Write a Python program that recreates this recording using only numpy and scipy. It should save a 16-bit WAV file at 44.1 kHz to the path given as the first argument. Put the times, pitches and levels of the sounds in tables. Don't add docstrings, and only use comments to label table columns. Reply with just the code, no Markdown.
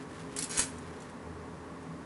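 import sys
import numpy as np
from scipy import signal
from scipy.fft import rfft, irfft, next_fast_len
from scipy.io import wavfile

SR = 44100
rng = np.random.default_rng(int(sys.argv[2]) if len(sys.argv) > 2 else 0)


def transcribe(u):
    v = np.clip(np.atleast_2d(u).T, -1, 1)
    q = np.round(v * 32767).astype(np.int16)
    wavfile.write(sys.argv[1], SR, q)


N = 90404

# mode frequency in Hz, relative level in dB, t60 in seconds.
PLIER_MODES = [(958, -20, .1), (1551, -19, .2), (2270, -23, .12), (2595, -20, .14), (2960, -19, .18),
               (4090, -20.5, .12), (5815, -12.5, .11), (6693, -8, .05), (7318, -18, .14), (8366, -15, .12),
               (9302, -15.5, .1), (10171, -16, .1), (10335, -14.5, .08), (10710, -18, .06)]
# frequency in Hz, gain in dB.
PLIER_COLOUR = [(200, -10), (480, -5.5), (700, -8), (960, -4.5), (1180, -6), (1550, -2.5), (2550, -2),
                (2750, 0.5), (3000, -3), (3750, -3), (4100, -2.5), (4750, -3), (5900, 0), (6180, -1.5),
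                (6600, 3.5), (7350, 5), (8900, 5), (10200, 7.5), (11000, 3.5)]


def plier_knocks():
    # start in seconds, level in dB, ring relative to the blow in dB.
    knocks = [(.4962, -27.5, 9.5), (.5115, -20, 7), (.548, -39, -7), (.5745, -16, 12), (.5803, -10.5, -7),
              (.5855, -15, -10), (.5935, -5, -2), (.5958, -4.5, -12), (.602, -21, -8), (.6165, -18, -4)]
    return steel(knocks, PLIER_MODES, PLIER_COLOUR, crack_t60=0.0091)


def plier_slide():
    # time in seconds, level in dB.
    drag = [(.36, -70), (.368, -40), (.405, -42.5), (.46, -47), (.492, -93), (.499, -43), (.555, -38.5),
            (.59, -33), (.624, -35), (.645, -45), (.76, -110)]
    # frequency in Hz, gain in dB.
    tone = [(300, 7), (2000, 3), (5000, 4), (11000, -10)]
    slips = grains(per_s=1100, spread_db=2.5) * curve(drag)
    scrape = colour(colour(slips, tone), PLIER_COLOUR)
    return room(scrape) + undb(-6) * resonate(slips, PLIER_MODES)


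def hollow(x):
    # centre in Hz, width in Hz.
    gaps = [(760, 170), (2770, 200), (3680, 200), (7010, 220)]
    for hz, width in gaps:
        x = signal.lfilter(*signal.iirnotch(hz, hz / width, fs=SR), x)
    return x


def tool_clinks():
    # start in seconds, level in dB, relative ring in dB, ping in Hz, relative ping in dB.
    clinks = [(0.3635, -21.5, -10, 7640, -1), (.3655, -16.5, -19, 8150, -7), (.3884, -13, 2.5, 7580, -1),
              (.3925, -29, -7, 10850, 2), (0.409, -22, 2, 9500, -5), (.4240, -12.5, 0, 5640, -9),
              (0.4269, -19, -2, 5900, -4), (0.4404, -16.5, -6, 10340, 4)]
    # frequency in Hz, relative level in dB, t60 in seconds.
    modes = [(7378, -15, .07), (7580, -18, .09), (7820, -16, .09), (8130, -18, .08), (9150, -16, .1),
             (10335, -14, .06), (10560, -12, .015), (10850, -10, .05), (11010, -10, .02)]
    # frequency in Hz, gain in dB.
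    tone = [(300, -16), (900, -0.5), (1500, -5), (2500, -3.5), (4300, 1), (5800, -1.5), (7000, 0),
            (8000, 5), (10000, 3.5), (11000, 5)]
    pings = sum(undb(db) * at(ring([(hz, ping_db, 0.056)]), s)
                for s, db, _, hz, ping_db in clinks)
    return steel(clinks, modes, tone, crack_t60=0.012) + pings


def freed_tools():
    # frequency in Hz, relative level in dB, t60 in seconds.
    modes = [(4032, -1, .13), (5270, -7, .23), (5787, -2, .17), (6557, 2, .15), (9372, 1, .17),
             (10070, 2, .13)]
    return undb(-22) * at(ring(modes), s=.596)


def tray_bump():
    # frequency in Hz, relative level in dB, t60 in seconds.
    modes = [(78, 0.5, 0.029), (180, 3, 0.043), (264, 4, 0.26), (966, 4, 0.018), (2360, 2, 0.018)]
    return undb(-18) * at(ring(modes), s=.5922)


def bead_ticks():
    # start in seconds, level in dB, centre in Hz.
    ticks = [(0.129, -43, 4540), (0.194, -29.5, 3640), (.7695, -38, 8000), (0.784, -29, 7200),
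             (0.8354, -33, 3300), (1.004, -31.5, 6540), (1.021, -29.5, 8100), (1.097, -35, 8000),
             (1.829, -38.5, 7540)]
    out = 0
    for s, db, hz in ticks:
        peak = [(hz / 4, -14), (hz, 3), (hz * 2, -8)]
        out = out + undb(db) * at(colour(crack(t60=0.019), peak), s)
    return out


def finger_rub():
    # time in seconds, level in dB.
    strokes = [(0, -59), (.03, -57.5), (.06, -97), (.095, -63), (.125, -58), (.22, -56), (.29, -65),
               (.32, -56.5), (.74, -58.5), (.91, -61), (1.02, -61), (1.06, -60), (1.1, -60.5), (1.15, -81)]
    # frequency in Hz, gain in dB.
    tone = [(500, 2.5), (1500, 14), (3000, 6), (5000, 1), (8000, -2), (11000, -1)]
    return colour(grains(per_s=1500, spread_db=3.0), tone) * curve(strokes)


def fan():
    # frequency in Hz, relative level in dB.
    rush = [(25, -25), (50, -12.5), (85, -4.5), (105, -4.5), (140, -0.5), (200, -2.5), (310, -0.5),
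            (370, -4.5), (450, -2), (560, -8), (710, -11), (830, -8.5), (1080, -7), (1280, -13.5),
            (1880, -15.5), (2200, -21), (3200, -27.5), (5000, -30), (11000, -34)]
    # centre in Hz, width in Hz, level in dB.
    hum = [(81.4, 7, -60), (164.1, 7.7, -55), (243.8, 16, -55.5), (266, 5.1, -55), (416, 15.5, -55),
           (592.5, 11, -63.5), (1123, 13, -65.5)]
    f = np.arange(N // 2 + 1) * SR / N
    out = undb(-46.5) * unit(colour(rng.standard_normal(N), rush))
    for hz, width, db in hum:
        phases = np.exp(2j * np.pi * rng.random(len(f)))
        band = phases / (1 + ((f - hz) / width * 2) ** 2)
        out = out + undb(db) * unit(irfft(band, N))
    return out


def hum_swells():
    # peak time in seconds, length in seconds, pitch in Hz, level in dB.
    swells = [(0.217, 0.33, 164.3, -46.5), (0.435, 0.045, 268, -39.5), (0.668, 0.17, 266, -46.5),
              (0.802, 0.52, 82, -51), (1.414, 0.56, 81.5, -53), (1.913, 0.15, 162, -50)]
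    t = np.arange(N) / SR
    out = 0
    for s, length, hz, db in swells:
        arch = np.cos(np.pi * np.clip((t - s) / length, -.5, .5)) ** 2
        tone = np.sqrt(2) * np.sin(2 * np.pi * (hz * t + rng.random()))
        out = out + undb(db) * arch * tone
    return out


def room(x):
    near = undb(-2.5) * burst(t60=0.043)
    walls = undb(-5) * burst(t60=.28)
    return x + through(x, at(near + walls, s=.003))


def steel(hits, modes, tone, crack_t60):
    blows = [(undb(db) * at(crack(crack_t60), s), ring_db) for s, db, ring_db, *_ in hits]
    cracks = sum(blow for blow, _ in blows)
    push = sum(blow * undb(ring_db) for blow, ring_db in blows)
    return room(colour(cracks, tone)) + resonate(push, modes)


def resonate(push, modes):
    blur_hz = 8.5
    out = 0
    for hz, db, t60 in modes:
        decay = fade(t60) ** 2
        energy = np.maximum(through(push ** 2, decay / decay.sum()), 0)
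        drift = np.cumsum(rng.standard_normal(N)) * np.sqrt(2 * np.pi * blur_hz / SR)
        tone = np.sin(2 * np.pi * hz * np.arange(N) / SR + drift)
        out = out + undb(db) * np.sqrt(2 * energy) * tone
    return out


def ring(modes):
    t = np.arange(N) / SR
    return sum(undb(db) * unit(fade(t60) * np.sin(2 * np.pi * hz * t))
               for hz, db, t60 in modes) / np.sqrt(N)


def crack(t60):
    x = 1.506 * burst(t60)
    x[0] += .2
    return x


def grains(per_s, spread_db):
    contacts = rng.random(N) < per_s / SR
    signs = rng.choice([-1, 1], N)
    sizes = undb(spread_db * rng.standard_normal(N))
    return unit(contacts * signs * sizes)


def burst(t60):
    return unit(rng.standard_normal(N) * fade(t60)) / np.sqrt(N)


def colour(x, points):
    hz, db = np.array(points).T
    size = next_fast_len(2 * N) // 2 * 2
    f = np.maximum(np.arange(size // 2 + 1) * SR / size, 1)
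    gain = undb(np.interp(np.log(f), np.log(hz), db))
    cepstrum = irfft(np.log(gain))
    cepstrum[1:size // 2] *= 2
    cepstrum[size // 2 + 1:] = 0
    return irfft(rfft(x, size) * np.exp(rfft(cepstrum)))[:N]


def curve(rows):
    return undb(np.interp(np.arange(N) / SR, *np.array(rows).T))


def fade(t60):
    return np.exp(-np.log(1000) * np.arange(N) / SR / t60)


def at(x, s):
    return np.concatenate([np.zeros(int(max(s, 0) * SR)), x])[:N]


def through(x, response):
    return signal.fftconvolve(x, response)[:N]


def undb(db):
    return 10 ** (np.asarray(db) / 20)


def unit(x):
    return x / np.sqrt(np.mean(x ** 2))


def scene():
    clinks = tool_clinks()
    pliers = hollow(plier_knocks() + plier_slide())
    handling = room(bead_ticks()) + finger_rub()
    bed = fan() + hum_swells()
    return (clinks + pliers + freed_tools() + tray_bump() + handling + bed)[None]


def record(dry):
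    top_hz = 11140
    return signal.fftconvolve(dry, signal.firwin(601, top_hz, fs=SR)[None], mode="same")


dry = scene()
out = record(dry)
transcribe(out)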